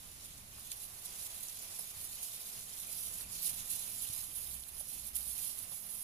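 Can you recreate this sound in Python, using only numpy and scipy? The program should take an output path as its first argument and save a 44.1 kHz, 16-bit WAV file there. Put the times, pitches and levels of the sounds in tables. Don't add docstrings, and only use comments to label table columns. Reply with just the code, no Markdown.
import sys
import numpy as np
from scipy import signal
from scipy.fft import rfft, irfft, next_fast_len
from scipy.io import wavfile

SR = 44100
rng = np.random.default_rng(int(sys.argv[2]) if len(sys.argv) > 2 else 0)


def inscribe(sig):
    pcm = np.round(np.clip(np.atleast_2d(sig).T, -1, 1) * 32767)
    wavfile.write(sys.argv[1], SR, pcm.astype(np.int16))


N = 265923
TIME = np.arange(N) / SR
PORT_LAG_S = .00032


def from_db(db):
    return 10 ** (np.asarray(db) / 20)


def unit_rms(x):
    return x / np.sqrt(np.mean(x ** 2) + 1e-20)


def in_time(curve):
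    return np.interp(TIME, *np.transpose(curve))


def per_bin(curve, size):
    hz, value = np.transpose(curve)
    bin_hz = np.arange(size // 2 + 1) * SR / size
    return np.interp(np.log(bin_hz + 1), np.log(hz), value)


def coloured(x, spectrum):
    size = next_fast_len(N + SR // 10)
    return irfft(rfft(x, size) * from_db(per_bin(spectrum, size)), size)[..., :N]


def drift(rate_hz):
    hop, settle = 40, 2000
    pole = np.exp(-2 * np.pi * rate_hz * hop / SR)
    noise = rng.standard_normal(N // hop + settle + 2)
    slow = signal.lfilter([1], [1, -2 * pole, pole * pole], noise)[settle:]
    return np.interp(np.arange(N) / hop, np.arange(len(slow)), unit_rms(slow))


def swells(rows, attack_s, release_s):
    power = np.zeros(N)
    for start_s, length_s, level_db in rows:
        age_s = TIME - start_s
        shape = np.clip(np.minimum(age_s / attack_s, 1 - (age_s - length_s) / release_s), 0, 1)
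        power += (from_db(level_db) * shape) ** 2
    return np.sqrt(power)


# freq_hz, correlation
AIR_CORRELATION = [(30, .6), (70, .88), (170, .9), (450, .75), (750, .6), (1150, -.1), (1600, -.5),
                   (2200, -.05), (3300, .03), (15000, 0)]

def open_air(spectrum):
    size = next_fast_len(N)
    alike = np.clip(per_bin(AIR_CORRELATION, size), -1, 1)
    mid, side = rfft(rng.standard_normal((2, size)))
    ports = np.sqrt(1 + alike) * mid + np.sqrt(1 - alike) * side * np.array([[1], [-1]])
    return unit_rms(coloured(irfft(ports, size)[:, :N], spectrum))


# freq_hz, gain_db
BURNER_SPECTRUM = [(120, -14), (250, -3.2), (330, -1.6), (450, -1.8), (650, 1.4), (900, .2), (1200, .6),
                   (1600, -1), (2400, 0), (3200, -1.7), (4200, -1.4), (6500, -.3), (9000, -4.2),
                   (15000, -11)]
# time_s, level_db
BURNER_LEVEL = [(0, -58.3), (.45, -58.9), (.9, -57.7), (1.15, -55.8), (1.6, -57.3), (2.6, -57.5),
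                (2.95, -56.5), (3.6, -56.3), (4.2, -57.5), (4.6, -59.7), (5.4, -57.6), (6, -58.8)]

def burner(flutter_db=.9, flutter_hz=10):
    return from_db(in_time(BURNER_LEVEL) + flutter_db * drift(flutter_hz)) * open_air(BURNER_SPECTRUM)


# freq_hz, gain_db
RUMBLE_SPECTRUM = [(12, -1), (25, 1.5), (42, 0), (60, 1), (78, -1), (95, -.3), (140, -4.8), (220, -9.3),
                   (350, -18), (900, -40)]
# time_s, level_db
RUMBLE_LEVEL = [(0, -61), (.45, -60.5), (1, -63.5), (1.9, -63), (2.3, -65), (3.6, -61.3), (4.8, -63),
                (5.4, -61.5), (6, -65)]

def rumble(gust_db=1.3, gust_hz=6):
    return from_db(in_time(RUMBLE_LEVEL) + gust_db * drift(gust_hz)) * open_air(RUMBLE_SPECTRUM)


def wavering_tone(pitch_hz, waver_hz=1.8, waver_db=3.0):
    phase = 2 * np.pi * np.cumsum(pitch_hz + waver_hz * drift(5)) / SR
    return np.sqrt(2) * from_db(waver_db * drift(4)) * np.sin(phase)


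# time_s, level_db
DRONE_LEVEL = [(0, -88), (2.2, -81), (2.6, -75.5), (3.0, -74.5), (3.9, -73.5), (4.4, -81), (5.2, -76),
               (5.5, -78), (6, -73)]
# pitch_hz, gain_db
DRONE_TONES = [(173, 0), (217, -3.5)]

def drone():
    level_db = in_time(DRONE_LEVEL)
    return sum(from_db(level_db + db) * wavering_tone(hz, waver_hz=2.3) for hz, db in DRONE_TONES)


def bowl_path(scatter_db, scatter_t60_s, size=256):
    age_s = np.arange(size) / SR
    path = rng.standard_normal((2, size)) * from_db(-60 * age_s / scatter_t60_s)
    path *= from_db(scatter_db) / np.sqrt(np.sum(path ** 2, axis=1, keepdims=True))
    lag = int(np.clip(round(PORT_LAG_S * SR + rng.normal(0, 1)), 0, size - 1))
    path[0] = np.roll(path[0], lag)
    path[[0, 1], [lag, 0]] += 1
    return path


def bursts(per_s, spread_db, scatter_db, scatter_t60_s, flare_db, flare_hz, spots=24):
    sizes = from_db(spread_db * np.minimum(rng.exponential(1, N), 5)) * rng.choice([-1, 1], N)
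    onsets = np.flatnonzero(rng.random(N) < per_s / SR)
    odds = np.cumsum([from_db(flare_db * drift(flare_hz)[onsets]) for _ in range(spots)], axis=0)
    spot = np.argmax(odds >= rng.random(N)[onsets] * odds[-1], axis=0)
    paths = np.array([bowl_path(scatter_db, scatter_t60_s) for _ in range(spots)])
    samples = (onsets[:, None] + np.arange(paths.shape[-1])).ravel()
    clicks = (sizes[onsets, None] * paths[spot, port] for port in (0, 1))
    return np.array([np.bincount(samples, side.ravel(), N)[:N] for side in clicks])


def boil_off(steady, part):
    column = ("fizz", "crackle").index(part)
    return np.sqrt(from_db(in_time(steady)) ** 2 + surges(column) ** 2 + spits(column) ** 2)


# freq_hz, gain_db
FIZZ_SPECTRUM = [(4000, -30), (7000, -7), (8200, -.5), (10500, 0), (12500, -.5), (14000, -2.5), (15500, -4)]
# time_s, level_db
FIZZ_LEVEL = [(0.0, -62), (0.57, -62.5), (0.75, -57), (1.07, -57.5), (1.26, -56), (1.9, -54), (2.77, -54),
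              (2.97, -51), (3.36, -52), (3.54, -50), (4.01, -50), (4.37, -51), (4.59, -53.7), (4.8, -53.5),
              (5.17, -53), (5.36, -49), (5.71, -52.5), (6.03, -52.5)]

def fizz():
    clicks = bursts(per_s=11000, spread_db=2.6, scatter_db=5, scatter_t60_s=.007, flare_db=8, flare_hz=6)
    return unit_rms(coloured(clicks, FIZZ_SPECTRUM)) * boil_off(FIZZ_LEVEL, "fizz")


def foam_colour(x, depth_db=1.6, rate_hz=10, low_hz=2200, high_hz=8000, bands=12):
    out = x.copy()
    edges_hz = np.geomspace(low_hz, high_hz, bands + 1)
    for band_hz in zip(edges_hz, edges_hz[1:]):
        band = signal.sosfilt(signal.butter(1, band_hz, "band", fs=SR, output="sos"), x)
        out += (from_db(depth_db * np.clip(drift(rate_hz), -2, 2)) - 1) * band
    return out


# freq_hz, gain_db
CRACKLE_SPECTRUM = [(700, -28), (1700, -19), (2400, -10), (3000, -5.2), (3700, -2.2), (5000, -2), (6200, 0),
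                    (7500, .3), (9000, -8), (15000, -22)]
# time_s, level_db
CRACKLE_LEVEL = [(0, -60), (.27, -59), (.5, -62), (.62, -57), (1.0, -59.5), (1.06, -55), (1.3, -54.5),
                 (1.9, -54.3), (2.75, -54), (3.02, -51.6), (3.22, -54), (3.36, -51), (3.58, -49.5),
                 (3.9, -52), (4.15, -50.5), (4.33, -55.5), (4.7, -57.3), (5.03, -54), (5.25, -54),
                 (5.43, -52), (5.7, -56), (5.87, -59.5), (6.03, -58.5)]

def crackle():
    clicks = bursts(per_s=8000, spread_db=2.35, scatter_db=9, scatter_t60_s=.02,
                    flare_db=16, flare_hz=10)
    foam = foam_colour(coloured(clicks, CRACKLE_SPECTRUM))
    return unit_rms(foam) * boil_off(CRACKLE_LEVEL, "crackle")


# time_s, left_minus_right_db
FIZZ_PAN = [(0, 1.3), (.7, .8), (2.5, 2.2), (3.4, -1.8), (4, -1.8), (4.7, -4.5), (6, -5.8)]

def sizzle(clump_db=1.05, clump_hz=45):
    pan_db = in_time(FIZZ_PAN)
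    clumps = from_db(clump_db * drift(clump_hz) - lulls_db())
    fine = fizz() * from_db(pan_db * np.array([[.75], [-.25]]))
    coarse = crackle() * from_db(pan_db * np.array([[.3], [0]]))
    return clumps * (fine + coarse)


def wok_echo(x, delay_s=.0017, gain=.22, sway_s=.0001):
    echo = [np.interp(TIME - delay_s - sway_s * drift(.7), TIME, channel) for channel in x]
    return x + gain * np.array(echo)


def simmer(base_db=-58, spread_db=3.5, follow=.8, low_hz=2400, high_hz=7000, t60_cycles=110, count=450):
    out, age_s = np.zeros((2, N)), TIME[:SR // 12]
    for when, smallness, loudness, across in rng.random((count, 4)):
        pitch_hz = low_hz * (high_hz / low_hz) ** smallness
        phase = 2 * np.pi * pitch_hz * (age_s - np.array([[PORT_LAG_S * 2 * across], [0]]))
        ring = np.sin(phase) * from_db(-60 * age_s * pitch_hz / t60_cycles)
        gain = from_db(base_db + spread_db * (2 * loudness - 1)) * np.sqrt(pitch_hz / low_hz)
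        at = int(when * N)
        out[:, at:at + len(age_s)] += gain * ring[:, :N - at]
    boil_db = in_time(CRACKLE_LEVEL)
    return out * from_db(follow * (boil_db - boil_db.mean()))


# peak_s, fizz_db, crackle_db, t60_s
SPITS = [(.247, -56, -59, .2), (.596, -54.5, -58, .05), (.672, -54.5, -59, .06), (.712, -53, -57, .06),
         (.73, -53, -58, .1), (.836, -53, -57, .12), (1.056, -46.5, -53, .09), (1.228, -54.5, -53, .12),
         (1.433, -48, -51, .12), (1.626, -51, -53.5, .12), (1.764, -54, -53, .06), (1.795, -50.5, -58, .14),
         (1.877, -54, -58, .12), (2.045, -46.5, -52, .12), (2.234, -46.5, -50, .18),
         (2.336, -48.5, -54, .12), (2.41, -51, -64, .08), (3.035, -48.5, -52, .1), (3.212, -50, -57, .09),
         (3.432, -48, -53, .25), (3.466, -46.3, -46.3, .2), (3.498, -49.5, -52, .06),
         (3.708, -41, -46, .17), (3.76, -47, -51, .08), (4.022, -43.3, -47, .26), (4.358, -48.5, -53, .12),
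         (4.688, -52.5, -62, .08), (4.805, -47.5, -54, .07), (4.89, -50, -55, .12), (5.075, -49.5, -55, .1),
         (5.159, -40, -49, .15), (5.595, -50, -56, .08), (5.635, -53, -58, .08)]

def spits(column, attack_s=.016):
    gain = np.zeros(N)
    for peak_s, *levels_db, t60_s in SPITS:
        age_s = TIME - peak_s
        rise = np.clip(1 + age_s / attack_s, 0, 1)
        gain += rise * from_db(levels_db[column] - 60 * np.clip(age_s / t60_s, 0, 2))
    return gain


# centre_s, depth_db
LULLS = [(.45, 4), (.96, 2), (1.94, 3.5), (2.39, 2), (2.67, 2), (3.27, 8), (3.65, 3), (4.3, 2), (4.66, 3),
         (4.72, 3.3), (4.85, 2), (5.12, 6), (5.675, 3), (5.83, 2)]

def lulls_db(width_s=.03):
    return sum(depth_db * np.exp(-((TIME - centre_s) / width_s) ** 2) for centre_s, depth_db in LULLS)


# start_s, level_db, pitch_hz, t60_s
THUDS = [(.47, -58, 90, .3), (1.97, -57, 88, .35), (2.584, -52, 135, .05), (3.51, -54, 88, .25),
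         (4.099, -42, 125, .035)]

def thuds():
    out = np.zeros(N)
    for start_s, level_db, pitch_hz, t60_s in THUDS:
        age_s = np.clip(TIME - start_s, 0, 2 * t60_s)
        out += from_db(level_db - 60 * age_s / t60_s) * np.sin(2 * np.pi * pitch_hz * age_s)
    return out


# start_s, length_s, fizz_db, crackle_db
SURGES = [(.55, .11, -60.5, -66), (.79, .06, -55.5, -61), (1.14, .13, -54, -58), (1.32, .09, -57, -62),
          (1.46, .04, -56, -58), (1.75, .08, -54, -61), (1.97, .07, -55.5, -60), (2.1, .05, -54, -58),
          (2.2, .07, -51.5, -56), (2.44, .1, -55.5, -59), (2.73, .1, -53.5, -61), (2.87, .2, -51.5, -57),
          (3.13, .06, -52.5, -59), (3.305, .06, -52, -51), (3.405, .085, -45, -47.5),
          (3.555, .05, -53.5, -52), (3.77, .22, -54, -59), (4.11, .08, -49, -53), (4.34, .21, -53.5, -59),
          (4.76, .04, -53.5, -58), (4.87, .08, -54.5, -60), (5.14, .19, -50.5, -59), (5.36, .14, -49, -52),
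          (5.53, .1, -53.5, -59), (5.7, .07, -53.5, -58), (5.88, .15, -54, -64)]

def surges(column):
    rows = [(start_s, length_s, levels_db[column]) for start_s, length_s, *levels_db in SURGES]
    return swells(rows, attack_s=.03, release_s=.035)


def pops(rows, t60_s, width, alike):
    out, age_s = np.zeros((2, N)), TIME[:SR // 4]
    for start_s, peak_db, pitch_hz in rows:
        band_hz = [pitch_hz / (1 + width), pitch_hz * (1 + width)]
        band = signal.butter(1, band_hz, "band", fs=SR, output="sos")
        mid, side = rng.standard_normal((2, len(age_s))) * from_db(-60 * age_s / t60_s)
        side *= 1 - alike
        puff = signal.sosfilt(np.vstack([band, band]), [mid + side, mid - side])
        puff *= from_db(peak_db) / np.abs(puff).max()
        at = round(start_s * SR)
        out[:, at:at + len(age_s)] += puff[:, :N - at]
    return out


# start_s, peak_db, pitch_hz
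PLOPS = [(.58, -54, 1300), (1.79, -49.3, 680), (2.891, -55.5, 620), (3.207, -53, 1170),
         (4.227, -53.5, 1000), (4.808, -49.3, 720), (5.718, -51, 720)]

def plops():
    return pops(PLOPS, t60_s=.07, width=.45, alike=.6)


# start_s, peak_db, pitch_hz
FAT_SNAPS = [(.7165, -25, 7200), (.7175, -33, 4100), (.7195, -33, 7500), (.7197, -42, 3000),
             (.7218, -43.5, 2600), (.7275, -39, 6000), (1.4344, -36, 6400), (1.4845, -33, 6250),
             (1.4964, -38, 5020), (1.6325, -37, 5600), (3.211, -39, 4500), (4.6364, -38, 4280)]

def fat_snaps():
    return pops(FAT_SNAPS, t60_s=.008, width=.3, alike=.1)


# centre_s, peak_db, pitch_hz
STEAM_WHISTLES = [(.722, -56, 4350), (4.806, -50, 9750)]

def steam_whistles(width_s=.014, jitter_hz=130):
    out = np.zeros((2, N))
    port_time_s = TIME - np.array([[PORT_LAG_S], [0]])
    for centre_s, peak_db, pitch_hz in STEAM_WHISTLES:
        phase = 2 * np.pi * (pitch_hz * port_time_s + np.cumsum(jitter_hz * drift(150)) / SR)
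        out += from_db(peak_db) * np.exp(-((TIME - centre_s) / width_s) ** 2) * np.sin(phase)
    return out


# start_s, length_s, level_db
HUM_SWELLS = [(4.37, .22, -59.5), (4.66, .12, -63), (4.95, .38, -61.5), (5.46, .12, -63)]

def hum():
    return swells(HUM_SWELLS, attack_s=.08, release_s=.08) * wavering_tone(pitch_hz=62.5)


def scene():
    steady = burner() + rumble() + drone() + wok_echo(sizzle()) + simmer()
    return steady + thuds() + plops() + fat_snaps() + steam_whistles() + hum()


# freq_hz, gain_db
LEFT_PORT = [(2400, 0), (3100, 1.3), (3750, 2.3), (4500, -.3), (5150, -1.6), (5900, 0), (7000, .4),
             (8500, -1), (9500, -1.6), (10600, .3), (12500, .3), (14500, .2)]
# freq_hz, gain_db
RIGHT_PORT = [(900, -.4), (1800, 1.3), (2400, 1.3), (3600, -.1), (4800, .9), (6000, -.3), (7000, -.7),
              (8000, 1), (9300, 8.6), (9750, 13.4), (10050, 12.6), (10680, 14.4), (11400, 10.8),
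              (12100, 11.3), (13300, 8.3), (15500, 3.7)]

def record(dry, cutoff_hz=15450):
    ports = np.array([coloured(dry[0], LEFT_PORT), coloured(dry[1], RIGHT_PORT)])
    return signal.sosfilt(signal.ellip(12, .1, 80, cutoff_hz, fs=SR, output="sos"), ports)


dry = scene()
out = record(dry)
inscribe(out)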